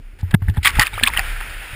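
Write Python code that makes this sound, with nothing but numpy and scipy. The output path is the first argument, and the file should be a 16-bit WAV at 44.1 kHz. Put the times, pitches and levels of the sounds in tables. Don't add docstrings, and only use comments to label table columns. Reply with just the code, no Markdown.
import sys
import numpy as np
from scipy import signal
from scipy.fft import rfft, irfft, next_fast_len
from scipy.io import wavfile
from scipy.ndimage import uniform_filter1d, map_coordinates

SR = 44100
rng = np.random.default_rng(int(sys.argv[2]) if len(sys.argv) > 2 else 0)


def voltage_ratio(level):
    return 10 ** (np.asarray(level, float) / 20)


def materialize(psi):
    bounded = np.clip(np.atleast_2d(psi).T, -1, 1)
    quanta = np.round(bounded * 32767).astype(np.int16)
    wavfile.write(sys.argv[1], SR, quanta)


N = 77175

# (time [s], level [dB])
RIVER_CHURN = [(0, -64), (.03, -57), (.18, -55.5), (.30, -48.5), (.350, -62), (.357, -95), (.41, -57.5),
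               (.60, -55), (.63, -44.5), (.72, -35.5), (.82, -24), (.9, -39), (.96, -33), (1.11, -34.5),
               (1.21, -31), (1.27, -30.5), (1.35, -33), (1.75, -35)]
# (frequency [Hz], gain [dB])
HOUSING_TONE = [(300, -11), (830, -5.5), (1150, -7), (1350, 3.5), (2500, 3), (3650, -7), (4000, -11.5),
                (5200, -12.5), (6600, -17)]
SPLASH_S = 0.62


def unit(x):
    return x / np.sqrt(np.mean(x ** 2) + 1e-20)


def along(points, hz):
    f, v = np.transpose(points)
    return np.interp(np.log(hz + 1), np.log(f + 1), v, left=v[0] - 25, right=v[-1] - 25)


def curve(rows):
    s, v = np.transpose(rows)
    return np.interp(np.arange(N) / SR, s, v)


def wobble(rate):
    knots = rng.standard_normal(int(N * rate / SR) + 4)
    return map_coordinates(knots, [np.arange(N) * rate / SR])


def coloured(x, points):
    m = next_fast_len(len(x) + 8192)
    gain = voltage_ratio(along(points, np.fft.rfftfreq(m, 1 / SR)))
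    return irfft(rfft(x, m) * gain, m)[:len(x)]


def add(track, s, x):
    part = track[round(s * SR):][:len(x)]
    part += x[:len(part)]


def grains(span_s, hz, cycles, count, size):
    r = rng.random((count, 2))
    spread = np.exp(0.38 * rng.standard_normal(count))
    f = np.clip(hz * spread, 700, 4500)[:, None]
    k = np.arange(400)
    level = voltage_ratio(-3.5 * np.log(0.078 + r[:, 1:]))
    decay = np.exp(-k / SR * f / cycles * 2)
    onset = 1 - np.exp(-k / SR * f * 2)
    wave = level * np.sin(2 * np.pi * f * k / SR) * decay * onset
    at = (r[:, :1] * span_s * SR).astype(int) + k
    return np.bincount(at.ravel(), wave.ravel(), size + len(k))[:size]


def wind():
    # (time [s], level [dB])
    gusts = [(0.0, -21), (0.038, -44), (0.18, -34.5), (0.224, -29), (0.608, -24.5), (0.706, -23.5),
             (0.788, -17), (0.872, -33.5), (1.106, -24.5), (1.324, -28), (1.472, -29), (1.574, -33.5),
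             (1.642, -33.5), (1.75, -32)]
    # (frequency [Hz], level [dB])
    rumble_tone = [(15, -18.5), (33, 0), (55, -12), (90, -13), (140, -27.5), (450, -36.5)]
    # (middle [s], length [s], peak [dB], pitch [Hz])
    heaves = [
        (0.066, 0.17, -31, 31.5),
        (0.471, 0.12, -25, 38),
        (0.743, 0.042, -26.5, 57),
        (.922, 0.042, -28, 48),
        (1.126, 0.068, -27.5, 54),
        (1.17, 0.061, -27, 54),
        (1.227, 0.33, -36, 40.2),
        (1.326, 0.3, -21, 31.2),
        (1.563, 0.099, -30, 34.6),
    ]
    t = np.arange(N) / SR
    heave = np.zeros(N)
    for s, length, db, hz in heaves:
        swell = np.exp(-(3 * (t - s) / length) ** 2)
        heave += voltage_ratio(db) * swell * np.sin(2 * np.pi * hz * (t - s))
    hiss = unit(coloured(rng.standard_normal(N), [(200, 14), (800, 2), (3500, -14), (6000, -4)]))
    hiss_db = 0.5 + np.minimum(curve(RIVER_CHURN), -61)
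    rumble = unit(coloured(rng.standard_normal(N), rumble_tone))
    rumble_db = curve(gusts) - 6 + 1.4 * wobble(11.24)
    return voltage_ratio(rumble_db) * rumble + heave + voltage_ratio(hiss_db) * hiss


def river():
    z = signal.stft(rng.standard_normal(N), nperseg=512)[2]
    field = uniform_filter1d(uniform_filter1d(rng.standard_normal(z.shape), 5, 0), 6, 1)
    patchy_db = 1 * unit(field)
    hiss = coloured(signal.istft(z * voltage_ratio(patchy_db), nperseg=512)[1][:N], HOUSING_TONE)
    bubbles = grains(N / SR, 2000, 19, count=1200, size=N)
    water = unit(unit(hiss) + voltage_ratio(-14) * unit(bubbles))
    return voltage_ratio(curve(RIVER_CHURN) + 0.6 * wobble(25.15)) * water


def surges():
    # (time [s], length [s], level [dB], pitch [Hz])
    rushes = [(0.188, 0.026, -46, 3300), (.309, 0.009, -33.5, 2040), (0.32, 0.023, -43.5, 1550),
              (0.3401, 0.0046, -19.5, 1680), (0.346, 0.004, -17.5, 1554), (0.42, 0.007, -37, 1010),
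              (0.431, 0.084, -51.5, 1980), (0.487, 0.004, -33.5, 1640), (0.497, 0.0043, -34, 2320),
              (0.539, 0.054, -45.5, 1980), (0.559, 0.023, -40.5, 2320), (0.569, 0.0037, -28.5, 860),
              (0.629, 0.066, -28.5, 2930), (.647, 0.035, -17, 2120), (0.681, 0.0268, -25, 2030),
              (0.754, 0.025, -32, 1850), (0.7945, 0.0076, -11.5, 2360), (0.798, 0.037, -18.5, 1980),
              (0.848, 0.035, -30, 2270), (0.931, 0.015, -38, 2090), (1.028, 0.027, -28, 1720),
              (1.061, 0.025, -23.5, 1900), (1.128, 0.025, -30, 1800), (1.163, 0.039, -25, 1655),
              (1.403, 0.0105, -28.5, 1750)]
    # (frequency [Hz], level [dB])
    grit_tone = [(300, -2), (600, 1.5), (840, 9), (1100, -8), (1700, 8.5), (3500, -9), (4300, -12),
                 (6000, -31)]
    attack_s, release_s = 0.00046, 0.00075
    t = np.arange(SR // 10) / SR
    out = np.zeros(N)
    for s, length, db, hz in rushes:
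        spray = grains(0.089, hz, 5, count=240, size=len(t))
        spray = unit(coloured(spray, [(600, -18), (1150, -3), (2000, -4), (3600, 3.0), (4300, 2), (6000, 14.5)]))
        dry_bank = s < SPLASH_S
        hiss = coloured(rng.standard_normal(len(t)), grit_tone if dry_bank else HOUSING_TONE)
        hiss = unit(coloured(hiss, [(200, -8), (hz, 0), (6000, -4)]))
        if dry_bank:
            body = voltage_ratio(-2.5) * spray + hiss
        else:
            body = spray + voltage_ratio(-7) * hiss
        gate = np.clip(t / attack_s, 0, 1) * np.exp(-np.clip(t - length, 0, 1) / release_s)
        add(out, s, voltage_ratio(db) * gate * unit(body))
    return out


def hull():
    # (time [s], peak [dB], pitch [Hz], t60 [s], push direction [sign])
    bumps = [(0.23, -10, 89, 0.17, -1), (0.3, -23, 67, 0.035, 1), (0.332, -10.5, 73, 0.042, 1),
             (0.3406, 8, 151, 0.017, -1), (0.344, 13, 156, 0.02, 1), (0.3504, -12.5, 94, 0.14, 1),
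             (.420, -12, 95.7, 0.2, -1), (0.478, -12, 69.8, 0.12, 1), (0.4848, -5.5, 90, 0.084, -1),
             (.494, -6, 100, 0.11, 1), (0.572, -11, 140, 0.056, 1), (0.5769, -8.5, 90, 0.053, 1),
             (0.5828, -5.5, 80.4, 0.064, -1), (0.770, -10.5, 50, 0.13, 1), (0.787, -7.5, 111, 0.063, 1),
             (0.789, -10.5, 260, 0.032, 1), (0.932, -27, 97.5, 0.46, 1), (1.026, -19, 236.4, 0.092, -1),
             (1.028, -13, 84, 0.046, 1), (1.187, -18, 117, 0.021, 1), (1.729, -28, 102, 0.16, 1)]
    attack_s = 0.0024
    shell_hz, shell_db, shell_t60_s, loudest_bump_db = 835, -25.5, 0.04, -8
    t = np.arange(SR // 2) / SR
    out = np.zeros(N)
    for s, db, hz, t60, push in bumps:
        if s < SPLASH_S:
            ring_db = min(db, loudest_bump_db) + shell_db - 60 * t / shell_t60_s
            add(out, s, voltage_ratio(ring_db) * np.sin(2 * np.pi * shell_hz * t))
        onset = 1 - np.exp(-(t / attack_s) ** 2)
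        boom = voltage_ratio(db - 60 * t / t60) * np.sin(2 * np.pi * hz * t) * onset
        add(out, s, np.sign(push) * boom)
    return out


def slaps_and_drops():
    # (middle [s], peak [dB], pitch [Hz], half length [ms])
    slaps = [(0.3419, -17, 3230, 0.54), (0.3444, -12, 1673, 1.7), (0.3477, -12, 1890, 0.48),
             (0.3472, -18.5, 3460, 0.78), (0.4848, -18, 1780, 0.53), (.4975, -35, 3560, 1.3),
             (.5485, -34, 1800, 1.3), (.577, -31.5, 3520, 1.2), (0.577, -30.5, 1640, 1.43),
             (.632, -24, 2120, 0.93), (.6425, -30, 3450, 0.8), (0.6485, -9, 1990, 1.05),
             (.654, -9, 2420, 0.52), (0.6581, -2, 3340, 0.56), (.6586, -0.5, 2150, 0.64),
             (0.6625, -9.5, 3360, .6), (.664, -12, 2160, 1.3), (0.667, -6, 2530, 0.57),
             (0.6725, -4, 1750, 0.64), (.673, -1, 3360, 0.4), (0.6752, -4.5, 1940, 1.06),
             (.6768, -6, 2280, 0.63), (.681, -8, 2300, 0.68), (0.7167, -24, 2110, 0.79),
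             (0.755, -21, 1830, 1.05), (0.756, -28.5, 3450, 1.2), (.7596, -20, 2150, 1),
             (0.7965, -0.5, 1910, 1.02), (0.7986, -7.5, 2740, 0.35), (.8068, -13, 1300, 0.82),
             (0.8122, -10, 2000, 0.62), (0.8192, -6, 1860, 1.9), (.8207, -24, 1450, 0.48),
             (0.8295, -8.5, 1860, 1.03), (0.8349, -11.5, 1890, 1.3), (0.8366, -20.5, 1265, 3.55)]
    # (middle [s], peak [dB], pitch [Hz], half length [ms])
    runoff = [(0.8697, -8, 2530, 0.64), (0.876, -21.5, 1710, 1.34), (.878, -24, 3600, 1.06),
              (.9345, -33, 860, 3.7), (.935, -27, 3630, 0.79), (0.9413, -24.5, 2280, 1.8),
              (0.9433, -29, 3800, 1.4), (0.9556, -30, 3150, 0.93), (0.9789, -16, 920, 0.38),
              (0.9828, -20, 1280, 1.7), (0.9847, -26, 2400, 1.03), (.993, -23, 1750, 1.7),
              (0.9982, -9.5, 2100, 0.33), (1.013, -22, 660, .6), (1.0297, -17, 1670, 1.44),
              (1.0357, -2, 2550, 0.62), (1.0363, -3, 4120, .7), (1.0372, 1.5, 3200, 0.53),
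              (1.0391, -6.5, 3600, .6), (1.0413, -10, 1750, 2.04), (1.065, -11, 2220, 1.2),
              (1.0745, -6, 3110, 0.5), (1.0744, -4, 2500, 1.3), (1.0776, -7, 3600, 0.59),
              (1.1028, -20.5, 1900, 0.81), (1.1371, -11.5, 2050, 0.58), (1.154, -22, 2320, 0.85),
              (1.1689, -17, 1823, 1.52), (1.1751, -3.5, 2925, 0.65), (1.1757, -15.5, 1950, 2.23),
              (1.1941, -13.5, 2570, 0.92), (1.194, -15.5, 4940, 0.28), (1.1946, -8.5, 1885, 1.04)]
    lopsided = 1.57
    t = np.arange(-SR // 50, SR // 50) / SR
    out = np.zeros(N)
    for s, db, hz, half_ms in [*slaps, *runoff]:
        half = half_ms / 1000
        spread = half * np.where(t > 0, lopsided, 1 / lopsided)
        ring = np.exp(-0.5 * (t / spread) ** 2) * np.sin(2 * np.pi * (hz * t + rng.random()))
        tick = voltage_ratio(-15) * np.exp(-(t / 0.0003) ** 2) * np.diff(rng.standard_normal(len(t) + 1))
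        add(out, s + t[0] - half / 2, voltage_ratio(db) * (ring + tick))
    return out


def pops():
    # (time [s], peak [dB], pitch [Hz], t60 [s])
    rings = [(.652, -15, 1177, 0.14), (.692, -15, 2130, 0.02), (0.787, -14, 835, 0.082),
             (1.0553, -15, 3360, 0.013), (1.077, -8, 3600, .02), (1.074, -14, 1156, 0.055),
             (1.082, -17, 1007, 0.031), (1.094, -26, 908, 0.058), (1.091, -14.5, 4230, 0.0035),
             (1.182, -16, 4700, 0.004), (1.186, -20.5, 775, 0.091), (1.407, -29, 846, 0.049)]
    attack_s, crack_t60_s = 0.00056, 0.0032
    t = np.arange(SR // 8) / SR
    out = np.zeros(N)
    for s, db, hz, t60 in rings:
        waver = 0.071 * np.cumsum(uniform_filter1d(rng.standard_normal(len(t)), size=12))
        sag = 1 - 0.0504 * t / t60
        ring = np.sin(2 * np.pi * hz * t * sag + waver) * (1 - np.exp(-t / attack_s))
        ring_db = db - 60 * (t / t60) ** 1.15
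        crack = rng.standard_normal(len(t))
        crack = unit(coloured(crack, [(hz / 3, -22), (hz, 0), (hz * 2, -9), (hz * 4, -22)]))
        crack_db = db - 8 - 60 * t / crack_t60_s
        add(out, s, voltage_ratio(ring_db) * ring + voltage_ratio(crack_db) * crack)
    return out


def scene():
    return (wind() + river() + surges() + hull() + slaps_and_drops() + pops())[None]


def roll_off(x):
    return signal.sosfilt(signal.butter(12, 15880, fs=SR, output="sos"), x)


def record(dry):
    heard = coloured(dry[0], [(0, 1.5), (5300, 0), (6000, -6.5), (7000, -30)])
    hold_hz, clip = 12000, 0.97
    slow = signal.resample_poly(heard, hold_hz // 300, SR // 300)
    slow = slow / (1 + np.abs(slow / clip) ** 16) ** (1 / 16)
    held = signal.resample_poly(np.repeat(slow, 4), 147, 160)
    held = np.pad(held, (0, N))[:N]
    held = coloured(held, [(0, 0), (5000, 0), (9000, 0), (14800, 0.2), (15300, -6), (15800, -14)])
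    return roll_off(held[None])


dry = scene()
out = record(dry)
materialize(out)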